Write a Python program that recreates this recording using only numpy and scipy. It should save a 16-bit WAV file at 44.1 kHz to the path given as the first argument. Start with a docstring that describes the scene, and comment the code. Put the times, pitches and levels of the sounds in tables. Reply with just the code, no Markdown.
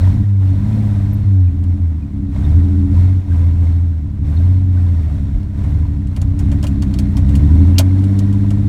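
"""An old six-cylinder engine with an open exhaust, heard from the footwell of the parked car.
It is already running; feathered throttle makes pulses, hiss, clatter and panel rattle swell and wander.
Rubbing metal squeaks from 1.1 s as gliding tones; around 2 s the revs sag and erratic burning roughens them.
A foot bumps the floor at 5.3 s; noisy, ringing pedal-linkage snaps crowd in from 6 s, the hardest at 7.8 s.
From 7.3 s the engine climbs to a fast idle, its uneven cylinders still giving the exhaust pulses a lope."""
import sys
import numpy as np
from scipy import signal
from scipy.fft import rfft, irfft, next_fast_len
from scipy.io import wavfile
from scipy.ndimage import uniform_filter1d

SR = 44100
rng = np.random.default_rng(int(sys.argv[2]) if len(sys.argv) > 2 else 0)


def wav_record(signal):
    """Record a signal, one row per channel, as 16-bit PCM in the file named by sys.argv[1]."""
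    frames = np.transpose(np.atleast_2d(signal))
    bounded = np.clip(frames, -1, 1)
    # unit amplitude maps onto the largest positive 16-bit level
    quanta = np.round(bounded * 32767).astype(np.int16)
    wavfile.write(sys.argv[1], SR, quanta)


def invert_db(level):
    """Linear amplitude ratio for a level in decibels (20 dB per decade), elementwise."""
    return 10 ** (np.asarray(level, dtype=float) / 20)


N = 382788

# turning points of the engine speed: t/s, firing rate/Hz
SPEED = [(0.0, 90.6), (0.16, 106), (0.42, 95), (0.5, 95), (0.75, 108.5), (1.0, 98), (1.2, 104), (1.53, 83),
         (1.72, 89), (2.08, 71.7), (2.3, 63), (2.4, 66), (2.57, 85), (2.8, 86), (2.92, 84), (3.06, 92.5),
         (3.2, 93.5), (3.28, 82), (3.44, 85), (3.68, 82.8), (3.84, 86), (4.1, 70.5), (4.23, 69), (4.47, 92),
         (4.58, 93), (4.88, 86.7), (5.14, 71.5), (5.3, 66.8), (5.44, 69.5), (5.63, 68.3), (5.78, 76.5),
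         (5.84, 75.6), (6.17, 60), (6.32, 65.6), (6.48, 67.3), (6.6, 73.2), (6.82, 65), (7.08, 60.5),
         (7.28, 65.5), (7.76, 90.6), (8.08, 98), (8.68, 102)]
# burning outside the stumbles: t/s, pulse level/dB, cylinder unevenness (0 = even),
# extra level of the upper resonances/dB
LOAD = [(0.0, -7.5, 0.42, -4), (0.18, -5.5, 0.55, 4.5), (0.24, -6.5, 0, -4), (0.35, -7.5, 0.17, -10),
        (0.42, -9.5, 0.28, -4.5), (0.76, -6, .4, 7.5), (0.95, -8.5, 0.45, -2), (1.2, -7.5, 0.32, -1.5),
        (1.26, -5.5, 0.17, -5.5), (1.46, -9.5, .08, -3.5), (1.68, -11.5, 0.28, 1.5), (1.86, -11, 0.17, 0.5),
        (2.0, -17.5, .7, 5), (2.3, -17, 1.1, 5.5), (2.54, -5, 0.64, -4), (2.66, -12.5, 0.75, 3),
        (2.82, -11, 0.68, 5.5), (2.98, -7.5, 0.77, -3), (3.12, -12, 0.62, 1), (3.44, -9, .5, -3),
        (3.7, -10, 0.52, -2.5), (4.0, -15, 0.37, -0.5), (4.4, -9, 0.56, -2.5), (4.7, -12, 0.63, 1.5),
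        (5.04, -11.5, .6, -2.5), (5.36, -16, 0.85, 1), (5.76, -10, 0.91, -1.5), (6.0, -15, 0.86, 1),
        (6.24, -13, 1.37, -1.5), (6.48, -10, 0.95, 2), (6.7, -13, 0.81, 3.5), (6.96, -12, 0.76, 7.5),
        (7.28, -7, 0.72, 0), (7.55, -4.5, .6, 3), (7.8, -11, 0.77, 4.5), (8.1, -9.5, 0.46, 4.5),
        (8.68, -9, 0.88, 1)]
# cylinders in firing order, both scaled by unevenness: added share of pulse strength, extra delay/ms
CYLINDERS = [(-0.33, 0.94), (0.78, 0.5), (0.35, 1.72), (0.71, 1.03), (-0.083, -2), (0.4, 1.78)]
# exhaust pipe and cabin boom: f/Hz, width/Hz, level/dB
PIPE = [(36.4, 22.53, -3.5), (91.16, 15, 1.5), (144.5, 12.2, -10), (200.4, 10.1, -10.5),
        (285.7, 21.1, -14.5), (268.3, 15, -17), (358, 20.7, -34.5), (523.7, 12, -43)]
# valve clatter spectrum, shape only: f/Hz, level/dB
CLATTER = [(240, -25.5), (400, 5.5), (428, -0.5), (458, -13.5), (499, -4), (555, -9), (611, -1.5),
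           (770, -5), (989, -7), (1100, -9), (1560, -11.5), (2880, -21), (4000, -25.5), (5200, -47.5),
           (8800, -120)]
# intake hiss spectrum, shape only: f/Hz, level/dB
HISS = [(1180, -32), (2000, -1.5), (2880, -8), (3710, -6), (4940, -10), (5490, -8.5), (6310, -11),
        (8400, -11.5), (10500, -17), (15100, -19), (16000, -26)]
# snaps of the pedal linkage: t/s, strength/dB, thud level/dB (before trims), t60/s, strongest ring f/Hz
CRACKS = [(1.639, -39, 9.5, 0.045, 2810), (5.4305, -42.5, -20, 0.025, 3440),
          (5.637, -40.5, 10.5, 0.11, 2510), (6.0706, -40, -4, 0.07, 2500), (6.1635, -27.5, 5, 0.065, 2660),
          (6.216, -26.5, 5.5, 0.055, 6200), (6.3906, -27.5, -0.5, 0.091, 7910),
          (6.516, -29, 8.5, 0.077, 2700), (6.6278, -25.5, 3, 0.091, 6550), (6.6391, -23.5, 5, 0.07, 2740),
          (6.6679, -24, -14, 0.078, 2870), (6.8216, -24, 2.5, 0.069, 4370), (6.833, -34.5, 11, 0.023, 2520),
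          (6.939, -25.5, -6, 0.047, 4400), (6.9872, -20.5, -3.5, 0.077, 4500),
          (7.1681, -25, 1.5, 0.097, 4340), (7.2898, -34, -2, 0.079, 2890), (7.353, -23.5, -17, 0.087, 2620),
          (7.6705, -38.5, 8, 0.07, 2850), (7.7829, -0.5, -11.5, 0.047, 4080),
          (7.7898, -7, -0.5, 0.056, 12500), (7.802, -16.5, 1.5, 0.061, 3160), (7.863, -47, 16, 0.091, 2660),
          (7.993, -41.5, -10, 0.052, 3510), (8.04, -32.5, -12.5, 0.07, 3020),
          (8.1894, -23, -9, 0.062, 7900), (8.327, -34, -6, 0.07, 3160), (8.505, -28, 6, 0.07, 3300)]
# ringing modes of the linkage: f/Hz, level/dB, t60/s
LINKAGE = [(2480, -4, .05), (2840, -1, .047), (3170, -2, .05), (4080, -8, .05), (4440, -5, .045),
           (4620, -4, .045), (5300, 0, .04), (6200, -6, .05), (6950, -6, .05), (7900, -6, .04),
           (9400, -7, .045), (12500, -7, .04)]
# noise burst of a snap, shape only: f/Hz, level/dB
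SPIT = [(710, -39), (1200, -11.5), (1900, -14), (3140, -0.5), (5370, -6), (5790, -3), (8510, -3.5),
        (15500, -18)]
# body panels and linkage that ring when shaken: f/Hz, width/Hz, level/dB
PANELS = [(513.6, 33, -2.5), (626, 78, -1), (714, 28, -6.5), (977, 72, -3.5), (1406, 72, -18),
          (1570, 110, -10), (1880, 68, -9.5), (2138, 71, -10), (2460, 32, -24), (3580, 190, -13),
          (3800, 77, -18.5), (4230, 61, -15.5), (5470, 180, -17.5), (8050, 130, -22)]
# short squeaks of rubbing metal: t/s, length/s, start f/Hz, end f/Hz, level/dB
SQUEAKS = [(1.121, 0.035, 12300, 12850, -44), (1.469, 0.023, 2470, 2420, -50),
           (2.013, 0.033, 2490, 2430, -51), (2.433, 0.035, 3600, 3700, -45),
           (3.311, 0.019, 1590, 1600, -41.5), (4.369, 0.015, 3740, 3800, -45),
           (4.36, 0.023, 4230, 4200, -45.5), (4.763, 0.023, 1460, 1570, -42),
           (7.752, 0.021, 2700, 2800, -41)]
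# the foot bumps the floor pan: t/s, length/s, start f/Hz, end f/Hz, level/dB
THUMP = (5.325, .075, 48, 38, -9)
# the engine stumbles and its boom drops: middle t/s, length/s, depth/dB
STUMBLES = [(.11, 0.14, 5.5), (0.21, 0.044, 4.5), (0.58, .3, 5), (1.07, 0.57, 2.5), (1.212, 0.049, 5.5),
            (1.525, .14, 8), (1.619, 0.11, 4.5), (1.759, .12, 10), (2.09, 0.16, 9), (2.241, 0.18, 3.5),
            (2.879, 0.14, 5.5), (3.224, 0.15, 16), (3.531, 0.097, 3.5), (4.134, 0.27, 8.5), (4.6, 0.17, 2),
            (5.176, 0.05, 6), (5.254, 0.14, 1), (5.504, 0.38, 7), (5.723, 0.037, 3), (5.863, 0.046, 4),
            (6.016, .07, 3.5), (6.143, 0.12, 9), (6.356, 0.17, 5.5), (6.623, 0.07, 4), (6.752, 0.099, 1),
            (6.846, 0.048, 8), (7.123, 0.2, 6)]
# pedal presses, heard as intake hiss: t/s, time until let go/s, hiss level/dB, release/(dB/s)
PRESSES = [(-.08, 0.15, -49.5, 50.5), (.35, 0.24, -55.5, 20.5), (.6, 0.38, -54.5, 17.5),
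           (1.6, .1, -64.5, 15), (2.28, 0.25, -54, 23.5), (2.62, 0.27, -62, 20), (2.88, 0.15, -53, 44.5),
           (3.25, 0.13, -54.5, 24), (3.55, 0.15, -57, 55), (4.2, 0.26, -55.5, 31.5),
           (4.68, 0.48, -57, 26.5), (5.3, 0.098, -63.5, 119.5), (5.51, 0.05, -55.5, 19),
           (5.62, 0.054, -58, 40.5), (6.05, 0.28, -61.5, 20.5), (6.33, 0.23, -56.5, 19),
           (6.62, .07, -56.5, 71.5), (6.8, 0.45, -56.5, 19), (7.22, 0.56, -53.5, 10), (7.9, .8, -57.5, 10)]
# the microphone drifts through a cabin standing wave, which sets the highest resonances: t/s, level/dB
CABIN = [(0.0, -4), (0.55, 1), (0.7, -11), (0.92, -1.5), (1.3, 0), (2.4, -1.5), (2.65, 4.5), (3.0, 0),
         (5.0, -1.5), (6.8, 0), (7.2, -2), (7.6, 1.5), (8.68, 2.5)]

PRESS_S, SHUT_DB = 0.084, -64  # time to push the pedal down; hiss with the throttle closed
CLATTER_DB, PANELS_DB = -46, -49.5
PEAK_KNOCKS_PER_S = 5500  # just after a firing
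SNAP_RISE_S, HARD_RISE_S, THUD_LAG_S = 0.0002, 0.0022, 0.0073  # harder snaps build longer
BRIGHTER_PER_DB = 0.14  # harder snaps are brighter
SPARED = 0.48  # share of a stumble that the upper resonances do not lose
UNEVEN_PER_STUMBLE_DB = 0.21  # cylinders differ more in a stumble
MIC_LOW_HZ, PULSE_TOP_HZ = 18.7, 650  # microphone roll-off; pulses last about a millisecond
UPPER_HZ, CABIN_HZ = 170, 240  # lower limits of the upper and the highest resonances
FLYWHEEL_S = 0.06  # inertia rounds the turns of the speed


def evened(x):
    """Scales to rms 1."""
    return x / np.sqrt(np.mean(x ** 2) + 1e-20)


def curves(rows):
    """Every column of a table after the time, one value a sample."""
    s, *columns = np.transpose(rows)
    return [np.interp(np.arange(N) / SR, s, c) for c in columns]


def coloured(x, points):
    """Filters x by the spectrum of the points, joined on a log frequency scale."""
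    f, db = np.transpose(points)
    hz = np.fft.rfftfreq(len(x), 1 / SR)
    gain = invert_db(np.interp(np.log(hz + 1), np.log(f + 1), db))
    return irfft(rfft(x) * gain, len(x))


def add(mix, s, sound):
    """Mixes a sound in at s seconds."""
    part = mix[round(s * SR):][:len(sound)]
    part += sound[:len(part)]


def throttle():
    """Intake hiss in dB: each press rises, holds and lets go, above the closed throttle."""
    t = np.arange(0, N, 64) / SR
    power = invert_db(2 * SHUT_DB)
    for s, held, db, release in PRESSES:
        opening = np.clip((t - s) / PRESS_S, 0, 1)
        press_db = db - release * np.maximum(t - s - held, 0)
        power = power + opening ** 2 * invert_db(2 * press_db)
    return np.interp(np.arange(N) / SR, t, 10 * np.log10(power))


def air(turns):
    """Intake hiss and valve clatter: noise that puffs with each firing and swells as the throttle opens."""
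    hiss_db = throttle()
    puff = np.exp(-(turns % 1) / 0.5)
    lope = np.cos(2 * np.pi * turns / len(CYLINDERS))
    hiss_noise, clatter_noise = rng.standard_normal((2, N))
    hiss = evened(coloured(hiss_noise, HISS) * (1 + 0.5 * puff))
    clatter = evened(coloured(clatter_noise, CLATTER) * (1 + 0.53 * puff + 0.18 * lope))
    clatter_db = CLATTER_DB + 0.94 * (hiss_db - np.mean(hiss_db))
    return invert_db(hiss_db + 0.5) * hiss + invert_db(clatter_db) * clatter


def rattle(turns):
    """Dense small knocks, bunched after each firing, each ring one panel; harder with the throttle open."""
    hiss_db = throttle()
    chance = PEAK_KNOCKS_PER_S / SR * np.exp(-(turns % 1) / 0.4)
    strength = invert_db(3.5 * np.minimum(rng.exponential(1, N), 4))
    knocks = strength * (rng.random(N) < chance)
    panel = rng.integers(0, len(PANELS), N)
    t = np.arange(SR // 8) / SR
    build = 1 - np.exp(-t / 0.00067)
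    rings = np.zeros(N)
    for k, (hz, width, db) in enumerate(PANELS):
        decay = np.sqrt(width) * np.exp(-np.pi * width * t)
        ring = invert_db(db) * decay * build * np.sin(2 * np.pi * hz * t)
        rings += signal.oaconvolve(knocks * (panel == k), ring)[:N]
    return invert_db(PANELS_DB + 1.36 * (hiss_db - np.mean(hiss_db))) * evened(rings)


def glide(length, from_hz, to_hz, db):
    """A squeak of rubbing metal or a bump on the floor: a brief gliding tone that swells and fades."""
    hz = np.linspace(from_hz, to_hz, round(length * SR))
    return invert_db(db) * np.hanning(len(hz)) * np.sin(2 * np.pi * np.cumsum(hz) / SR)


def crack(db, thud_db, t60, ring_hz):
    """A loose metal joint snaps over: a burst of noise, the rods ringing, and a duller thud."""
    t = np.arange(SR // 8) / SR
    spit_noise, thud_noise = rng.standard_normal((2, len(t)))
    build = 1 - np.exp(-t / (SNAP_RISE_S + HARD_RISE_S * invert_db(db)))
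    fall = invert_db(-60 * t / max(t60, 0.02)) * build

    ring = np.zeros(len(t))
    for hz, mode_db, mode_t60 in LINKAGE:
        # modes near the strongest ring most, with some luck
        near_db = 9 - 9 * abs(np.log2(hz / ring_hz)) - 8 * rng.random()
        tone = np.sin(2 * np.pi * (hz * t + rng.random()))
        ring += invert_db(mode_db + near_db - 5 - 60 * t / mode_t60) * tone

    thud_colour = [(350, -21), (550, 7.5), (700, 4), (900, -1), (1150, -4.5), (2300, -9), (4500, -39.5)]
    thud = evened(coloured(thud_noise, thud_colour)) * (1 - np.exp(-(t / THUD_LAG_S) ** 2)) * invert_db(4)
    top_hz, top_db = SPIT[-1]
    spit_colour = SPIT[:-1] + [(top_hz, top_db + BRIGHTER_PER_DB * (db + 28))]
    spit = evened(coloured(spit_noise, spit_colour))
    return invert_db(db - 11.5) * ((spit + invert_db(thud_db + 3.5) * thud) * fall + ring)  # peak to rms


def burning(at):
    """Pulse dB, unevenness and upper dB of the firings at these samples; stumbles weaken the boom."""
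    pulse_db, uneven, sharp_db = (c[at] for c in curves(LOAD))
    lost_db = np.zeros(len(at))
    for s, length, db in STUMBLES:
        lost_db += db * np.cos(np.pi * np.clip((at / SR - s) / length, -0.5, 0.5)) ** 2
    uneven = np.clip(uneven + UNEVEN_PER_STUMBLE_DB * lost_db, 0, 1.6)
    return pulse_db - lost_db, uneven, sharp_db + SPARED * lost_db


def pipe(hz, low_hz, high_hz):
    """Complex response, exhaust port to microphone, of the resonances in a range, alternate in sign."""
    modes = 0
    for k, (f, width, db) in enumerate(PIPE):
        if low_hz < f <= high_hz:
            modes = modes + (-1) ** k * invert_db(db) * 1j * hz * width / (hz ** 2 - f ** 2 - 1j * hz * width)
    microphone = (1j * hz / (MIC_LOW_HZ + 1j * hz)) ** 4
    return modes * microphone / (1 + 1j * hz / PULSE_TOP_HZ) ** 2


def exhaust(turns, rate):
    """One pressure pulse a firing; under load the cylinders differ in strength and timing, and burn by chance."""
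    at = np.flatnonzero(np.diff(np.floor(turns)) > 0)
    pulse_db, uneven, sharp_db = burning(at)
    cylinder = np.floor(turns[at + 1]).astype(int) % len(CYLINDERS)
    share, delay_ms = np.transpose(CYLINDERS)[:, cylinder]
    spread = 0.04 + 0.15 * np.clip((78 - rate[at]) / 12, 0, 1)  # burning gets erratic at low speed
    chance = rng.standard_normal((len(at), 2)) * spread[:, None]
    area = SR / rate[at] / np.sqrt(2)  # gives a firing line of rms 1 at the port
    size = area * invert_db(pulse_db) * (1 + uneven * share + chance[:, 0])
    late = (uneven * delay_ms + chance[:, 1]) * SR / 1000
    where = np.clip(at + late.astype(int), 0, N - 1)

    padded = next_fast_len(N + SR)
    hz = np.fft.rfftfreq(padded, 1 / SR)
    pulses = np.zeros((3, padded))  # one train for each range of resonances
    cabin_db = curves(CABIN)[0][at]
    pulses[:, where] = size, size * invert_db(sharp_db), size * invert_db(sharp_db + cabin_db)
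    # already running: two full cycles also come before the start
    pulses[:, -at[12]:] = pulses[:, :at[12]]
    bands = [(0, UPPER_HZ), (UPPER_HZ, CABIN_HZ), (CABIN_HZ, SR)]
    heard = sum(rfft(train) * pipe(hz, *band) for train, band in zip(pulses, bands))
    return irfft(heard, padded)[:N]


def scene():
    """Intake air, rattles and exhaust, with the snaps, squeaks and thump laid over."""
    rate = uniform_filter1d(curves(SPEED)[0], round(FLYWHEEL_S * SR), mode="nearest")
    turns = np.cumsum(rate) / SR + 0.3  # firings so far
    mix = air(turns) + rattle(turns) + exhaust(turns, rate)
    for s, *row in SQUEAKS + [THUMP]:
        add(mix, s, glide(*row))
    for s, *row in CRACKS:
        add(mix, s, crack(*row))
    return mix[None]


def roll_off(x):
    """The treble ends steeply here."""
    return signal.sosfilt(signal.butter(12, 16000, fs=SR, output="sos"), x)


def record(dry):
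    """Full scale clips any higher peaks."""
    mix = np.clip(dry, -1, 1)
    return roll_off(mix)


dry = scene()
out = record(dry)
wav_record(out)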